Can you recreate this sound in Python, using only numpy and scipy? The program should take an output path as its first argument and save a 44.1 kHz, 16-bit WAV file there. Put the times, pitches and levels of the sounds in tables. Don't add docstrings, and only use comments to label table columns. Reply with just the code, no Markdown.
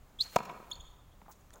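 import sys
import numpy as np
from scipy import signal
from scipy.fft import rfft, irfft, next_fast_len
from scipy.io import wavfile
from scipy.ndimage import map_coordinates

SR = 44100
rng = np.random.default_rng(int(sys.argv[2]) if len(sys.argv) > 2 else 0)


def master(y):
    cut = np.clip(np.atleast_2d(y).T, -1, 1)
    pcm = np.round(cut * 32767)
    wavfile.write(sys.argv[1], SR, pcm.astype(np.int16))


def ratio(d):
    e = np.asarray(d, float) / 20
    return 10 ** e


N = 70560

SNAP_S = [
    .0006,
    .0047,
    .0065,
]


def unit(x):
    return x / np.sqrt(np.mean(x ** 2) + 1e-20)


def along(points, hz):
    f, v = np.transpose(points)
    return np.interp(np.log(hz + 1), np.log(f + 1), v)


def wobble(rate, count):
    knots = rng.standard_normal(int(count * rate / SR) + 4)
    return map_coordinates(knots, [np.arange(count) * rate / SR])


def filtered(x, response):
    m = next_fast_len(len(x) + 8192)
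    return irfft(rfft(x, m) * response(np.fft.rfftfreq(m, 1 / SR)), m)[:len(x)]


def noise(response):
    return unit(filtered(rng.standard_normal(SR // 4), response))


def add(track, s, x):
    part = track[round(s * SR):][:len(x)]
    part += x[:len(part)]


def ring(hz, t60, swell, after=0):
    t = np.maximum(np.arange(SR // 4) / SR - after, 0)
    x = np.sin(2 * np.pi * hz * t) * ratio(-60 * t / t60) * (1 - np.exp(-t / swell))
    return x / np.abs(x).max()


def slips(hz, losses_db):
    turn = 2 * np.pi * np.cumsum(hz * (1 + 0.014 * wobble(500, len(hz)))) / SR
    tone = np.sin(turn)
    for k, loss in enumerate(losses_db):
        tone = tone + ratio(loss) * np.sin((k + 2) * turn)
    rasp = 1 + 0.26 * wobble(1500, len(hz))
    return tone * rasp


def traffic():
    # frequency in Hz, level in dB per Hz.
    hiss_colour = [(88, -49.5), (150, -1.5), (330, -7.5), (1170, -10.5), (1660, -16.5), (5000, -25.5),
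                   (10000, -28), (16000, -28)]
    # time in seconds, level change in dB.
    drift_points = [(0, -2), (.2, -0.5), (.6, 3), (1.0, -3.5), (1.3, -2), (1.6, -1)]
    hiss = unit(filtered(rng.standard_normal(N), lambda f: ratio(along(hiss_colour, f))))
    drift_db = np.interp(np.arange(N) / SR, *np.transpose(drift_points)) + 0.2 * wobble(6.4, N)
    return ratio(-64 + drift_db) * hiss


def wind():
    # frequency in Hz, level in dB per Hz.
    rumble_colour = [(8.8, -23.5), (15, 2), (47, -0.5), (103, -8), (141, -11), (200, -22), (260, -91),
                     (440, -120)]
    # time in seconds, level in dB.
    gusts = [(0.0, -62), (0.248, -60.5), (0.454, -66), (0.664, -64), (.79, -55.5), (0.9, -61.5),
             (1.1, -61.5), (1.255, -61.5), (1.31, -65), (1.45, -61), (1.6, -64.5)]
    rumble = filtered(rng.standard_normal(N), lambda f: ratio(along(rumble_colour, f)))
    lumps = unit(rumble * ratio(2.3 * wobble(12.0, N)))
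    gust_db = np.interp(np.arange(N) / SR, *np.transpose(gusts)) + 2.5
    return ratio(gust_db) * lumps


def echoes(walls, mirror, pivot_hz):
    answer, t = np.zeros(N), np.arange(SR // 4) / SR
    lead = 256
    for delay, db, tilt_db, smear in walls:
        scatter = rng.standard_normal(len(t)) * np.exp(-t / smear)
        burst = (1 - mirror) * scatter / np.linalg.norm(scatter) + mirror * (t == 0)
        tilt = lambda f: ratio(tilt_db * np.log2(np.clip(f, 150, 9000) / pivot_hz))
        burst = filtered(np.roll(burst, lead), tilt)
        add(answer, delay - lead / SR, ratio(db) * burst)
    return answer


def thin_tail():
    # frequency in Hz, t60 in seconds.
    tail_t60 = [(100, 0.6), (250, 0.66), (500, 0.93), (1000, 1.4), (4000, 0.85), (8000, 0.75),
                (15000, 0.41)]
    # frequency in Hz, level in dB.
    tail_colour = [(100, 11), (1000, -2), (2500, -0.5), (4000, -1.5), (7000, 1), (15000, 1)]
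    patchy = rng.standard_normal(N) * ratio(2.1 * wobble(89.2, N))
    hz, t, z = signal.stft(patchy, SR, nperseg=256)
    decay_db = -60 * t / along(tail_t60, hz)[:, None]
    build_up = 1 - np.exp(-t / 0.04)
    z = z * ratio(decay_db + along(tail_colour, hz)[:, None]) * build_up
    tail = signal.istft(z, SR, nperseg=256)[1][:N]
    return ratio(-18.5) * tail / np.linalg.norm(tail)


def court(x, send, walls, mirror, pivot_hz):
    answer = echoes(walls, mirror, pivot_hz)
    add(answer, 0.012, thin_tail())
    sent = filtered(x, lambda f: ratio(along(send, f)))
    return x + signal.fftconvolve(sent, answer)[:N]


def scuffs_and_swish():
    scuff_starts = [.188, .2, .2, .205, .228, .242, .29, .32, .69, .713, 1.257, 1.281, 1.2812, 1.283, 1.295,
                    1.31, 1.312, 1.53, 1.53, 1.532, 1.553, 1.555, 1.58]
    # length in seconds, centre in Hz, width in octaves, level in dB.
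    scuff_rows = [(.03, 6500, .6, -63), (.059, 12000, .36, -61), (.14, 2000, 2, -60),
                  (0.045, 4700, 0.66, -50.5), (0.013, 6800, 0.36, -58.5), (0.037, 980, 1.1, -58),
                  (.1, 13000, .79, -63), (0.085, 980, 2.32, -54), (.062, 13200, .51, -69.5),
                  (0.013, 3500, 0.17, -49), (.014, 1180, .7, -63.5), (.055, 15500, .06, -69.5),
                  (.022, 850, 0.45, -52), (.05, 11700, 1, -70.5), (0.029, 990, 0.67, -58.5),
                  (0.033, 5500, 1.3, -66), (.017, 6300, .3, -64.5), (0.058, 690, 0.91, -59.5),
                  (.016, 232, 0.84, -62.5), (.016, 8400, .6, -62.5), (0.022, 1240, 0.38, -67.5),
                  (.04, 15000, .3, -75.5), (0.0213, 800, 0.63, -66)]
    out, t = np.zeros(N), np.arange(SR // 4) / SR
    for s, (length, hz, octaves, db) in zip(scuff_starts, scuff_rows):
        band = lambda f: np.exp(-0.5 * (np.log2((f + 1) / hz) / (0.77 * octaves)) ** 2)
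        grit = noise(band) * ratio(2.0 * wobble(203, len(t)))
        stroke = np.sin(np.pi * np.clip(t / length, 0, 1) ** 0.92) ** 0.66
        add(out, s, ratio(db) * grit * stroke)
    return out


def taps():
    tap_starts = [1.141, 1.2165, 1.2178, 1.222, 1.282, 1.5056, 1.5057, 1.506, 1.5308, 1.5345, 1.538, 1.5392,
                  1.5575, 1.583]
    # peak in dB, frequency in Hz, t60 in seconds.
    tap_rows = [(-62.5, 580, .038), (-54, 1900, .004), (-49.5, 920, .022), (-52, 191, .049),
                (-47.5, 860, 0.0093), (-57.5, 11000, .0006), (-46, 5300, 0.00062), (-54.5, 1820, .013),
                (-49, 3800, 0.00065), (-56, 6900, .002), (-55, 3600, .012), (-48, 9000, .001),
                (-53.5, 6500, .0063), (-48, 790, 0.004)]
    out, t = np.zeros(N), np.arange(SR // 4) / SR
    for s, (db, hz, t60) in zip(tap_starts, tap_rows):
        click = 0.55 * noise(lambda f: 1 / (1 + (f / (1.5 * hz)) ** 4)) * ratio(-60 * t / 0.005)
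        add(out, s, ratio(db) * (ring(hz, t60, 0.00018) + click))
    return out


def landing_chirps():
    # start in seconds, length in seconds, pitch in Hz, level in dB, overtone loss in dB.
    chirp_rows = [
        (0.713, 0.0081, 3293, -35, -8),
        (0.715, 0.012, 3488, -34.5, -19),
        (0.724, 0.016, 4293, -43, -21),
        (0.749, .013, 4310, -52, -26),
    ]
    out = np.zeros(N)
    for start, length, pitch, level, loss in chirp_rows:
        count = round(length * SR)
        tone = slips(pitch * np.linspace(1, 1.013, count), [loss, 2.3 * loss])
        add(out, start, ratio(level) * np.hanning(count) ** 0.67 * tone)
    return out


def pivot_squeak():
    # time in seconds, pitch in Hz, level in dB.
    squeak_path = [
        (.188, 3400, -59.5),
        (0.1925, 3380, -40),
        (0.196, 3368, -48.5),
        (.204, 3835, -35),
        (0.211, 4191, -22),
        (0.215, 4280, -26.5),
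        (0.221, 4360, -29.5),
        (0.2237, 4620, -30.5),
        (0.229, 4500, -48),
    ]
    squeak_overtones = [-27, -31]
    catch_times = [
        .2075,
        .2128,
        .2185,
        .2222,
    ]
    catch_dips = [-1.5, -6, -15.5, -6]
    out = np.zeros(N)
    s, hz, db = np.transpose(squeak_path)
    t = np.arange(s[0], s[-1], 1 / SR)
    level_db = np.interp(t, s, db)
    pressure_db = 1.2 * (level_db + 25)
    tone = slips(np.interp(t, s, hz), [loss + pressure_db for loss in squeak_overtones])
    grip_db = sum(dip * np.exp(-((t - at) / 0.00063) ** 2) for at, dip in zip(catch_times, catch_dips))
    stutter_db = 1.5 * wobble(284, len(t))
    add(out, s[0], np.sqrt(2) * ratio(level_db + grip_db + stutter_db) * tone)
    return out


def string_load(t):
    load_s = 0.0043
    let_go = ratio(-60 * np.maximum(t - load_s, 0) / 0.005)
    load = ratio(0.5) * np.clip(t / load_s, 0, 1) ** 1.4 * let_go
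    return load * np.sin(2 * np.pi * 550 * t)


def frame_ring():
    # start after contact in seconds, frequency in Hz, level in dB, swell and t60 in seconds.
    frame_modes = [
        (0.0021, 192, -20, 0.00061, 0.024),
        (0.003468, 706, -5, 0.0011, 0.0212),
        (0.00453, 950, -5.5, 0.00046, .03),
        (0.004912, 1300, -15.5, 0.00056, 0.028),
        (.0043, 1587, -12, 0.00011, 0.0099),
        (0.0022, 5200, -24, 0.0004, 0.012),
        (0.00383, 2334, -19.5, 0.00044, 0.01),
        (0.0067, 2940, -18.5, 0.00024, 0.0046),
    ]
    return sum(ratio(db) * ring(hz, t60, swell, after) for after, hz, db, swell, t60 in frame_modes)


def ball_snaps(t):
    snap_levels = [-6, -4.5, -6]
    snap_widths = [.00006, 0.00011, 0.00017]
    out = np.zeros(len(t))
    for s, db, width in zip(SNAP_S, snap_levels, snap_widths):
        side = np.where(t < s, 2, 0.5)
        out -= ratio(db) * np.exp(-np.abs(t - s) / side / width)
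    return out


def felt_hiss(t):
    # frequency in Hz, level in dB.
    felt_colour = [(500, -7.5), (2000, 2.5), (4700, -9), (6500, -3.5), (9800, -18), (15000, -25)]
    contact_s = 0.007
    rub_db = -60 * np.maximum(t - contact_s, 0) / 0.012 + 2.5 * wobble(900, len(t))
    felt = noise(lambda f: ratio(along(felt_colour, f))) * ratio(rub_db)
    fizz = ratio(-23.5 - 60 * t / 0.015) * noise(lambda f: f ** 2 / (f ** 2 + 8900 ** 2))
    return fizz + ratio(-17.5 - 60 * t / 0.04) * felt * (t > SNAP_S[0])


def racket():
    out, t = np.zeros(N), np.arange(SR // 4) / SR
    strike = string_load(t) + frame_ring() + ball_snaps(t) + felt_hiss(t)
    add(out, 0.3596, ratio(-12) * strike)
    dip_hz, dip_width_hz = 289.8, 100
    swing = lambda f, share: dip_hz ** 2 - f ** 2 + 1j * share * f * dip_width_hz
    return filtered(out, lambda f: swing(f, ratio(-14)) / swing(f, 0.84))


def scene():
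    # frequency in Hz, level in dB.
    racket_send = [(100, -6), (320, 5), (620, -7.5), (1000, 2), (1500, 2.5), (2500, 2.5), (6500, -5.5),
                   (12000, -5)]
    squeak_send = [(1000, -1.5), (3400, -14), (4000, -19.5), (4200, -5), (4310, 2.5), (4420, -7),
                   (4700, -13), (9000, 1.5)]
    sole_send = [(300, 7), (1000, -6.5), (3000, 8), (3400, 2), (3800, 4.5), (4300, -2.5), (7000, 4),
                 (12000, -7)]
    # delay in seconds, level in dB, tilt in dB per octave, smear in seconds.
    racket_walls = [(0.0246, -16, 2.5, 0.002), (.041, -17, -0.5, 0.0017), (.069, -24, 3, 0.0036),
                    (0.092, -23, 4, .004), (0.1338, -16, -0.5, 0.0013), (.141, -25.5, -1, 0.0034),
                    (0.152, -24.5, 0, 0.0025), (0.165, -27, -2.5, 0.0008), (0.198, -36.5, -3, 0.0017),
                    (0.238, -27, -4, 0.0016), (.264, -33.5, -3, .003), (0.344, -32, 5.5, 0.0031),
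                    (0.399, -34.5, -2, 0.0037)]
    pivot_walls = [(.02, -18, 0.0073, .004), (.036, -18.5, 0, .003), (.043, -13, 0, .002),
                   (.056, -23.5, 0, .003), (.074, -26.5, 0, .003), (.089, -26.5, 0, .005),
                   (.11, -29, 0.023, .004), (.135, -25, 0, .006)]
    sole_walls = [(.0255, -15, -0.5, 0.0021), (.039, -20.5, 5, 0.0033), (.057, -29.5, -2.5, 0.0033),
                  (.086, -18.5, -0.5, .006), (.092, -19, 3, 0.0018), (.122, -28.5, -0.5, 0.0049),
                  (.138, -25, -2, .008), (.158, -26, 0, .005), (.196, -31, -0.5, .005),
                  (.40, -33.5, -8, .012)]
    shoe_mirror = 0.297
    pivot = court(pivot_squeak(), squeak_send, pivot_walls, shoe_mirror, 3500)
    steps = court(landing_chirps() + scuffs_and_swish() + taps(), sole_send, sole_walls, shoe_mirror, 3500)
    strike = court(racket(), racket_send, racket_walls, 0.52, 1000)
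    return (strike + pivot + steps + traffic() + wind())[None]


def top_cut(x):
    return signal.sosfilt(signal.butter(12, 16070, fs=SR, output="sos"), x)


def record(dry):
    # centre in Hz, width in Hz, level in dB.
    mic_bumps = [
        (3570, 450, 1),
        (6860, 870, 4.5),
        (15700, 1900, 5.5),
    ]
    bumps_db = lambda f: sum(db * np.exp(-((f - hz) / width) ** 2) for hz, width, db in mic_bumps)
    heard = filtered(dry[0], lambda f: ratio(bumps_db(f)) * (f < 16030))
    return top_cut(heard[None])


dry = scene()
out = record(dry)
master(out)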